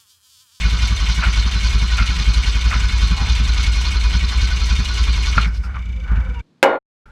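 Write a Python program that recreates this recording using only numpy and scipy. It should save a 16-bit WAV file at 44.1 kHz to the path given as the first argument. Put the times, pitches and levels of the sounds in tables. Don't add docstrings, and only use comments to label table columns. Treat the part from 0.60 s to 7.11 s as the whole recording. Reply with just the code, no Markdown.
import sys
import numpy as np
from scipy import signal
from scipy.fft import rfft, irfft
from scipy.io import wavfile
from scipy.ndimage import uniform_filter1d, map_coordinates

SR = 44100
rng = np.random.default_rng(int(sys.argv[2]) if len(sys.argv) > 2 else 0)


def materialize(psi):
    bounded = np.clip(np.atleast_2d(psi).T, -1, 1)
    quanta = np.round(bounded * 32767).astype(np.int16)
    wavfile.write(sys.argv[1], SR, quanta)


N = 287091
T = np.arange(N) / SR
HZ = np.fft.rfftfreq(16384, 1 / SR)
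STARVED_S, SLOWING_S = 4.9, 5.137
BREAK_S, KNOCK_S = 5.812, 6.0285
VALVE_PLACE, VALVES_PER_TURN = .327, 3

# t/s, speed/(turns/s)
CRANK_SPEED = [(0, 11.11), (.8, 10.95), (1.6, 10.91), (2.4, 10.84), (2.8, 10.76), (4, 10.64), (4.4, 10.63),
               (4.85, 10.5)]
# f/Hz, relative level/dB
BAY_COLOUR = [(30, -23), (250, -6.5), (550, -15), (1000, -8), (1800, -10.5), (2400, -7.5), (4300, -14.5),
              (6200, -15.5), (7200, -25), (10500, -35.5), (12000, -41.5), (15000, -47.5)]
# f/Hz, width/Hz, boost/dB, place that jars it/turns
BAY_MODES = [(1000, 99, 3.6, 0.518), (1122, 160, 3.8, .4), (1236, 24, 0.57, 0.497), (1332, 42, 3.4, .55),
             (1483, 175, 8.7, .47), (1678, 51, 2, .4), (1903, 115, 2.34, .2), (2203, 200, 9.6, .12),
             (2456, 110, 6.8, 0.44), (2705, 76, 1.8, .1), (2904, 190, 7.8, .08), (3157, 220, 7.3, .2),
             (3430, 71, 4.6, 0.42), (3613, 304, 10.4, .06), (4053, 203, 11.6, 0.55), (4269, 132, 12.1, .55),
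             (4450, 160, 5.5, .4), (4663, 126, 8.9, .62), (5024, 310, 5, 0.6), (5130, 75, 4.3, 0.63),
             (5600, 160, 3.6, 0.34), (6074, 150, 7.7, 0.75), (6830, 230, 4.3, 0.041), (7480, 200, 4, 0.034),
             (9100, 310, 5, 0.036), (10750, 260, 4, .4)]


def amp(db):
    return 10 ** (np.asarray(db) / 20)


def unit(x):
    return x / np.sqrt(np.mean(x ** 2) + 1e-20)


def curve(rows, column=1):
    rows = np.array(rows)
    return np.interp(T, rows[:, 0], rows[:, column])


def spectrum(points, hz):
    f, value = np.transpose(points)
    return np.interp(np.log(hz + 1), np.log(f + 1), value)


def bell(x, width):
    return np.exp(-.5 * (x / width) ** 2)


def ramp(start, end):
    return np.clip((T - start) / max(end - start, 1e-4), 0, 1)


def surge(s, rise, decay):
    return np.where(T < s, bell(T - s, rise), np.exp(-abs(T - s) / decay))


def body(points, modes=()):
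    peaks_db = sum(db * np.exp(-(2 * (HZ - f) / width) ** 2) for f, width, db, *_ in modes)
    return amp(spectrum(points, HZ) + peaks_db)


def band(centre_hz, octaves):
    return bell(np.log2((HZ + 1) / centre_hz), octaves)


def colour(x, gain):
    cepstrum = irfft(np.log(np.maximum(unit(gain), 1e-5)))
    cepstrum[1:len(gain) - 1] *= 2
    cepstrum[len(gain):] = 0
    impulse = irfft(np.exp(rfft(cepstrum)))[:len(gain)]
    return signal.oaconvolve(x, impulse)[:N]


def noise():
    return rng.standard_normal(N)


def wobble(rate_hz, octaves):
    return colour(noise(), band(rate_hz, octaves))


def flicker(depth_db, samples):
    return unit(amp(depth_db * unit(uniform_filter1d(noise(), size=samples))))


def add(mix, s, sound):
    at = round(s * SR)
    sound = sound[max(-at, 0):]
    part = mix[max(at, 0):][:len(sound)]
    part += sound[:len(part)]


def crank(braking=6.284):
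    speed = curve(CRANK_SPEED) - braking * np.maximum(T - SLOWING_S, 0)
    return np.cumsum(speed) / SR - .022


def passes(place, start, end, count=1):
    times = T[1:][np.diff(np.floor((crank() - place) * count)) > 0]
    return times[(times > start) & (times < end)]


def each_turn(place, rise, decay, uneven_db, play=0):
    turns = crank() - place + .3
    from_peak = (turns + play) % 1 - .3
    force = amp(uneven_db * rng.standard_normal(100))[np.floor(turns).astype(int) + 1]
    return force * bell(from_peak, np.where(from_peak < 0, rise, decay))


def through_bay(x, bay, hz, octaves):
    gain = bay * band(hz, octaves)
    return colour(x, gain) * np.sqrt(2 * np.sum(gain ** 2) / np.sum(bay ** 2))


def backgrounds(hush_db=-59, rumble_db=-41, rumble_decay_s=.2):
    # f/Hz, relative level/dB
    hush_colour = [(18, -74.5), (30, -34), (161, 0.5), (350, -11.5), (428, -19), (473, -9.5), (510, -17.5),
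                   (2730, -30), (4190, -29), (12000, -51), (15600, -79), (22000, -120)]
    rumble_colour = [(18, -30), (30, 10.5), (102, -5), (510, -24), (593, -20), (689, -42), (821, -16),
                     (1080, -28), (1390, -9), (1740, -25.5), (12000, -53), (15600, -77), (22000, -120)]
    hush = amp(hush_db) * colour(noise(), body(hush_colour)) * ramp(5.8, 5.815) * (1 - ramp(6.158, 6.19))
    rumble = amp(rumble_db) * colour(noise(), body(rumble_colour)) * ramp(6.456, 6.459)
    return hush + rumble * np.exp(-abs(T - 6.459) / rumble_decay_s)


def room_tail(level_db=-10.5, rise_s=.013):
    # f/Hz, relative level/dB
    room_colour = [(47, -92.5), (80, -53.5), (178, -25.5), (293, -14), (348, -18), (547, -9.5), (665, -14),
                   (862, -15), (2280, -29), (2540, -35.5), (3020, -40), (3220, -37), (14000, -74)]
    # f/Hz, t60/s
    room_t60 = [(150, 0.32), (500, 0.77), (1200, 0.68), (2500, 0.49), (6000, 0.25), (12000, .25)]
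    hz, times, frames = signal.stft(colour(noise(), body(room_colour)), SR, nperseg=256)
    decay = amp(-60 * np.maximum(times - KNOCK_S, 0) / spectrum(room_t60, hz)[:, None])
    tail = signal.istft(frames * decay, SR, nperseg=256)[1][:N]
    return amp(level_db) * tail * (1 - np.exp(-np.maximum(T - KNOCK_S, 0) / rise_s))


def knock(crack_db=-6, crack_decay_s=.0094, rebound_db=-27, snap_db=-1, chatter_db=-27):
    # f/Hz, level/dB, t60/s
    knock_tones = [(545, -5.5, 0.11), (292.6, -21.5, 0.38), (378, -19, 0.31), (470, -21, 0.33),
                   (510, -21, .4), (510, -21.5, .4), (539, -18, .6), (556, -17.5, 0.53), (630, -19, 0.4),
                   (795, -25, .62), (813, -25.5, .55), (837, -24.5, .55), (867, -22, 0.88),
                   (940, -20.5, 0.36), (1152, -21.5, .35), (1414, -24, 2.4), (1602, -9, 0.1),
                   (2080, -29.5, .5), (2240, -23.5, 0.28), (2660, -20, .08), (2910, -21.5, 0.25),
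                   (3660, -39, 0.45), (4190, -54, 2.5), (6220, -69, 4.5)]
    t = np.maximum(T - KNOCK_S, 0)
    tones = sum((-1) ** k * amp(db - 60 * t / t60) * np.sin(2 * np.pi * f * t)
                for k, (f, db, t60) in enumerate(knock_tones))
    snap = amp(snap_db) * colour(noise() * (t > 0) * np.exp(-t / .00088), band(1800, .99))
    blow = amp(crack_db) * (t > 0) * np.exp(-t / crack_decay_s)
    rebound = amp(rebound_db) * bell(T - 6.061, .002)
    crack_gain = body([(60, -29), (150, -15), (320, -6.5), (900, .5), (1800, 3), (4000, -15),
                       (8000, -22.5), (15000, -35)])
    crack = colour(noise() * (blow + rebound), crack_gain)
    chatter = amp(chatter_db) * colour(noise() * (t > 0) * bell(t - .009, .0044), band(3500, .91))
    return (tones + snap + crack + chatter + room_tail()) * (1 - ramp(6.158, 6.19))


def gear(final_db=-50, growth_db_per_s=1.5, teeth=40, waver=.012):
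    drift = np.cumsum(waver * curve(CRANK_SPEED) * wobble(13.5, .97)) / SR
    hum = np.sin(2 * np.pi * teeth * (crank() + drift))
    level = amp(final_db + growth_db_per_s * (T - STARVED_S))
    return level * hum * (1 - ramp(STARVED_S - .04, STARVED_S))


def faltering(whirr_db=-49, octave_db=-11):
    # f/Hz, relative level/dB
    whirr_colour = [(30, -33), (250, -15), (700, -15.5), (1400, -11.5), (2500, -17), (4200, -27.5),
                    (6500, -33), (9000, -40.5), (15000, -55)]
    # f/Hz, width/Hz, boost/dB
    whirr_modes = [(340, 14, 3), (1420, 60, 7.6), (2230, 290, 13), (2950, 208, 9.3), (3620, 210, 9.1),
                   (4740, 320, 6), (6100, 510, 6.3)]
    # t/s, level/dB, width/s
    scrape_events = [(4.876, -47, 0.015), (4.96, -49.5, .025), (5.05, -47.5, 0.017)]
    # t/s, f/Hz, level/dB
    whine_path = [(5.25, 550, -63), (5.38, 520, -48), (5.47, 485, -41), (5.55, 530, -46), (5.66, 515, -42),
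                  (5.78, 475, -45), (5.83, 460, -42)]
    treble_tilt = body([(2400, -4.5), (3400, -4), (9000, -1)])
    whirr_gain = body(whirr_colour, whirr_modes) * treble_tilt
    whirr = colour(noise() * amp(whirr_db) * ramp(4.8, 4.9), whirr_gain)
    scraping = sum(amp(db) * bell(T - s, width) for s, db, width in scrape_events)
    scrapes = colour(noise() * scraping, band(5100, .13) + .28 * band(5300, .7))
    angle = 2 * np.pi * np.cumsum(curve(whine_path) * (1 + .018 * wobble(14.6, 1))) / SR
    whine = amp(curve(whine_path, column=2)) * (np.sin(angle) + amp(octave_db) * np.sin(2 * angle))
    return whirr + scrapes + whine * ramp(5.2, 5.21) * abs(wobble(8.95, .53))


def valves(tick_db=-48, ring_db=1.5, ring_rise_s=.0042, uneven_db=.5):
    # f/Hz, relative level/dB, t60/s, delay/s
    valve_modes = [(2320, -37.5, 0.06, 0.0066), (2266, -40, 0.089, 0.0012), (2930, -42.5, 0.045, 0),
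                   (2990, -45, .045, 0), (3540, -41, 0.036, 0), (3610, -51, .05, 0)]
    times = passes(VALVE_PLACE, SLOWING_S, BREAK_S, count=VALVES_PER_TURN) - .0005
    tick_gain = body([(600, -25), (1800, -5), (2400, 5), (4200, -7), (7300, -10.5), (8300, -23),
                      (15000, -31)], modes=[(4730, 300, 5), (6100, 400, 4.3)])
    ticks = sum(surge(s, rise=.004, decay=.0076) for s in times)
    out = colour(noise() * amp(tick_db) * ticks, tick_gain)
    t = np.arange(SR // 10) / SR
    for hz, db, t60, delay in valve_modes:
        envelope = amp(db + ring_db - 60 * t / t60) * (1 - np.exp(-t / ring_rise_s))
        for s, (force, detune) in zip(times, rng.standard_normal((len(times), 2))):
            ring = np.sin(2 * np.pi * hz * (1 + .0039 * detune) * t)
            add(out, s + delay, amp(uneven_db * force) * envelope * ring)
    return out


def squeaks(fall_per_s=.94, waver=.0089):
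    # t/s, f/Hz, level/dB, width/s
    slips = [(2.584, 1050, -33, 0.013), (2.603, 796, -34, 0.022), (5.466, 1470, -46, 0.03),
             (5.776, 2830, -45, 0.016), (5.779, 950, -36.5, 0.018)]
    out = np.zeros(N)
    for s, hz, db, width in slips:
        pitch = hz * (1 - fall_per_s * (T - s) + waver * wobble(40, 1))
        out += amp(db) * bell(T - s, width) * np.sin(2 * np.pi * np.cumsum(pitch) / SR)
    return out


def carburetor(intake_db=3, rasp_db=-4, ring_db=-5, ring_lag_s=.0035):
    # t/s, relative level/dB, decay/s
    gulps = [(4.87, -35.5, 0.032), (5.1, -43, 0.084), (5.535, -36.5, 0.15)]
    # t/s, level/dB, rise/s, decay/s, throat f/Hz
    spits = [(0.638, -19, 0.014, 0.034, 1413), (1.396, -22, 0.017, 0.035, 1390),
             (2.131, -21, 0.017, 0.034, 1353), (2.615, -33.5, 0.034, 0.081, 890),
             (3.725, -32.5, 0.011, 0.01, 1160), (4.7805, -11.5, 0.0018, 0.0083, 1330),
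             (4.8, -27.5, 0.042, 0.041, 1362), (4.849, -26, 0.0027, 0.017, 2210),
             (5.039, -37, .003, 0.037, 1375), (5.148, -31.5, 0.0031, .02, 1360),
             (5.164, -33.5, 0.0092, 0.019, 1170), (5.484, -37.5, .001, 0.028, 1496),
             (5.565, -37, 0.0073, .016, 1627)]
    throat = body([(100, -49), (450, -19), (700, -8.5), (1100, -4.5), (1500, -.5), (1900, -9.5),
                   (3000, -24), (6000, -42), (14000, -64.5)], modes=[(1490, 100, 9.8)])
    intake = sum(amp(db + intake_db) * surge(s, rise=.047, decay=decay) for s, db, decay in gulps)
    out = colour(noise() * intake * ramp(4.82, 4.83), throat)
    flutter = flicker(depth_db=3, samples=120)
    for s, db, rise, decay, hz in spits:
        pitch = hz * (1 + .015 * wobble(58, .8))
        ring = np.sin(2 * np.pi * np.cumsum(pitch) / SR)
        out += amp(db + ring_db) * surge(s + ring_lag_s, rise, decay) * ring
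        rasp = amp(rasp_db) * min(rise / .02, 1)
        spit_gain = band(hz, .12) + (.21 + .86 * rasp) * band(hz, .74) + rasp * band(hz * 1.724, .16)
        out += colour(noise() * flutter * amp(db) * surge(s, rise, decay), spit_gain)
    return out


def belt(bay, grit, turns_per_lap=3, uneven_db=1):
    # place in the lap/turns, width/turns, relative level/dB, f/Hz, spread/octaves
    patches = [(.67, 0.062, -4, 4800, 0.37), (1.13, 0.079, -1.5, 4000, 0.21), (1.55, 0.099, -7.5, 5200, .4),
               (1.87, .09, -5.5, 4990, 0.58), (2.52, 0.097, -2.5, 4750, .65), (2.79, .11, -2, 5500, .75)]
    out, turns = np.zeros(N), crank()
    for place, width, db, hz, octaves in patches:
        lap = (turns - place) / turns_per_lap
        force = amp(db + uneven_db * rng.standard_normal(100))[np.round(lap).astype(int) + 1]
        rub = bell((lap - np.round(lap)) * turns_per_lap, width)
        out += through_bay(grit * noise() * force * rub, bay, hz, octaves)
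    return out


def jingle(bounces_per_s=1600):
    # f/Hz, level against the clatter/dB, t60/s, place/turns
    steel_parts = [(7750, -28, 0.015, 0), (8920, -38.5, .012, 0.08), (9560, -43.5, .012, 0.05),
                   (10750, -44, .012, .38), (10600, -49, .012, 0.3), (12140, -49, .012, .4),
                   (12800, -45.5, .014, .04), (14200, -52, .008, .45)]
    out, t = np.zeros(N), np.arange(SR // 10) / SR
    for hz, db, t60, place in steel_parts:
        flurry = each_turn(place, rise=.036, decay=.26, uneven_db=1.2)
        bounces = noise() * (rng.random(N) < bounces_per_s / SR) * flurry
        ring = t * amp(-60 * t / t60) * np.sin(2 * np.pi * hz * t)
        out += amp(db) * unit(signal.oaconvolve(bounces, ring)[:N])
    return out


def panels(t60_s=.25, rise_s=.0053, uneven_db=4.5, scatter_turns=.07, detuning=.1156, sag_per_s=.059):
    out, t, turns = np.zeros(N), np.arange(SR // 6) / SR, crank()
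    sag = 1 - sag_per_s * (t / 2 - 2 * rise_s)
    for hz, width, db, place in BAY_MODES:
        draws = rng.standard_normal((int(turns[-1]), 4))
        times = np.interp(np.arange(len(draws)) + place + scatter_turns * draws[:, 0], turns, T)
        envelope = amp(spectrum(BAY_COLOUR, hz) + db - 60 * t / t60_s) * (1 - np.exp(-t / rise_s))
        for s, (_, force, *pair) in zip(times, draws):
            ring = sum(np.sin(2 * np.pi * (hz + detuning * width * offset) * t * sag) for offset in pair)
            add(out, s, amp(uneven_db * np.clip(force, -2, 1.3)) * envelope * ring)
    return unit(out)


def wander(x, depth=.00808, rate_hz=9):
    drift = np.cumsum(depth * wobble(rate_hz, .5))
    return map_coordinates(x, [np.arange(N) + drift], order=5)


def fan_echo(x, share=.18, delay_s=.0028, sweep_s=.000927):
    place = crank() % 1
    echo = map_coordinates(x, [(T - delay_s - sweep_s * place) * SR], order=3)
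    return x + share * np.sin(np.pi * place) * echo


def clatter(level_db=2.5, grind_db=-7, panels_db=-6):
    # place/turns, rise/turns, decay/turns, level/dB, f/Hz, spread/octaves
    strokes = [(.02, 0.029, 0.25, -0.5, 10150, 0.81), (.1, 0.056, 0.19, -5, 2610, 0.63),
               (.39, 0.025, 0.16, -3, 9230, 1.08), (.5, 0.13, 0.19, -8, 1380, 1),
               (.62, .13, 0.096, -10, 4970, 0.45), (.84, 0.096, .09, -13, 9030, 0.64)]
    # t/s, relative level/dB
    strength = [(0, -29.5), (4.3, -30.5), (4.835, -30.5), (4.865, -44), (4.9, -57), (4.97, -45.5),
                (5.02, -62)]
    bay = body(BAY_COLOUR, BAY_MODES)
    grit = flicker(depth_db=2, samples=50)
    rubbing = amp(grind_db) * colour(grit * noise(), bay) + belt(bay, grit)
    for place, rise, decay, db, hz, octaves in strokes:
        play = .023 * wobble(8.4, .98)
        stroke = amp(db) * each_turn(place, rise, decay, uneven_db=1.94, play=play)
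        rubbing += through_bay(grit * noise() * stroke, bay, hz, octaves)
    rattle = fan_echo(wander(unit(rubbing) + amp(panels_db) * panels()))
    return amp(curve(strength) + level_db) * (unit(rattle) + jingle()) * (1 - ramp(4.77, 6.5))


def chugs(weak_place=.2486, puff_lag_s=.008, clearance_s=.03):
    # t/s, boom/dB, bark/dB
    firings = [(0.064, -8.0, -19), (0.138, -10, -24), (0.243, -10, -25), (0.319, -9, -22.5),
               (0.423, -9, -28), (0.499, -9, -24.0), (0.589, -10.5, -24.5), (0.679, -7, -20.5),
               (0.791, -7.5, -29), (0.865, -10, -23), (0.968, -12, -24), (1.062, -9.5, -27.5),
               (1.157, -6.5, -20.5), (1.232, -9.0, -21.5), (1.338, -10.5, -32.0), (1.414, -7, -18.0),
               (1.503, -10.0, -22), (1.61, -12.5, -23.5), (1.688, -5, -19), (1.781, -6.5, -24),
               (1.888, -9.0, -31), (1.965, -9.5, -23), (2.07, -8, -23.5), (2.163, -8.0, -21),
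               (2.256, -9.5, -30), (2.348, -9, -37), (2.441, -6.5, -21), (2.519, -7.5, -18.5),
               (2.623, -10, -21), (2.717, -8.5, -28.5), (2.81, -7.5, -21.5), (2.904, -7.5, -26),
               (2.997, -9.5, -32.5), (3.089, -7.5, -27), (3.182, -10.5, -34.5), (3.277, -10.5, -31.5),
               (3.37, -8.5, -25.5), (3.463, -8, -34), (3.56, -7.5, -23), (3.638, -9.0, -23.5),
               (3.777, -8.5, -29.5), (3.838, -7.5, -23), (3.933, -9.5, -27.5), (4.027, -9.5, -34.5),
               (4.122, -6.5, -24.0), (4.2, -9.0, -18.5), (4.308, -14.5, -34.0), (4.418, -8.5, -31.5),
               (4.497, -7.5, -25.5), (4.591, -10.5, -29.5), (4.687, -10, -33.5), (4.781, -7, -14.5),
               (4.872, -13, -23.5), (4.998, -13.5, -40), (5.526, -7.5, -17), (5.585, -8.5, -22),
               (5.699, -13.5, -28), (5.784, -20, -38.5)]
    weak = [(s, -16.5, -36) for s in passes(weak_place, 0, STARVED_S)]
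    openings = passes(VALVE_PLACE, STARVED_S, BREAK_S, count=VALVES_PER_TURN)
    puffs = [(s + puff_lag_s, -21, -52) for s in openings]
    soft = np.array(weak + puffs)
    clear_of_firings = abs(soft[:, :1] - np.array(firings)[:, 0]).min(axis=1) > clearance_s
    soft += rng.standard_normal(soft.shape) * [.0024, .5, 5.5]
    return np.vstack([firings, soft[clear_of_firings]])


def gas_flow(pulses, burble_db=-39, firing_db=-34, hum_db=-38):
    flow = unit(abs(signal.hilbert(pulses)))
    burble_gain = body([(15, -20.5), (32, -16), (60, -17), (80, 6.5), (100, 5), (135, -12), (172, -1),
                        (260, -20), (380, -22.5), (520, -29.5), (1200, -76)])
    burble = colour(noise(), burble_gain) * (1.19 + flow)
    angle = 2 * np.pi * crank()
    firing = (np.sin(3 * angle) + amp(-9) * np.sin(2 * angle)) * (1 - ramp(4.85, 5))
    hum = colour(noise() * (T > STARVED_S - .1), band(59.33, .12))
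    return amp(burble_db) * burble + amp(firing_db) * firing + amp(hum_db) * hum


def exhaust(swell_s=.038, boom_hz=56.6, boom_db=1, thump_hz=175, thump_s=.0051, bark_lead_s=.0083):
    # f/Hz, t60/s, relative level/dB
    pipe_modes = [(70.5, 0.12, 8.5), (104.4, 0.12, 4.5), (115, 0.053, -3), (170.2, 0.13, 0.5),
                  (207.5, 0.079, -4.5), (298, 0.027, -5.5), (379, 0.091, -16)]
    out, t = np.zeros(N), np.arange(SR // 4) / SR
    swell = (t / swell_s * np.exp(1 - t / swell_s)) ** 4
    thump = -bell(t - swell_s, thump_s) * np.sin(2 * np.pi * thump_hz * (t - swell_s))
    bark_attack = (1 - np.exp(-t / .0019)) ** 2
    for s, chug_db, bark_db in chugs():
        detunes = rng.standard_normal(len(pipe_modes))
        boom = swell * np.cos(2 * np.pi * boom_hz * (1 + .037 * detunes[0]) * (t - swell_s))
        bark = sum(amp(db - 60 * t / t60) * np.sin(2 * np.pi * f * (1 + .055 * detune) * t)
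                   for (f, t60, db), detune in zip(pipe_modes, detunes))
        add(out, s - swell_s, amp(chug_db + boom_db) * boom)
        add(out, s - swell_s + .0031, amp(bark_db) * thump)
        add(out, s - bark_lead_s, amp(bark_db) * bark * bark_attack)
    return out + gas_flow(out)


def scene():
    engine = exhaust() + clatter() + gear() + carburetor() + faltering() + valves() + squeaks()
    engine *= 1 - ramp(BREAK_S - .006, BREAK_S + .0056)
    return (engine + knock() + backgrounds())[None]


def record(dry):
    clipped = dry / (1 + dry ** 8) ** (1 / 8)
    low_cut = signal.butter(1, 6, "highpass", fs=SR, output="sos")
    high_cut = signal.firwin(255, 15600, window=("kaiser", 9), fs=SR)
    return signal.oaconvolve(signal.sosfilt(low_cut, clipped), high_cut[None], "same")


dry = scene()
out = record(dry)
materialize(out)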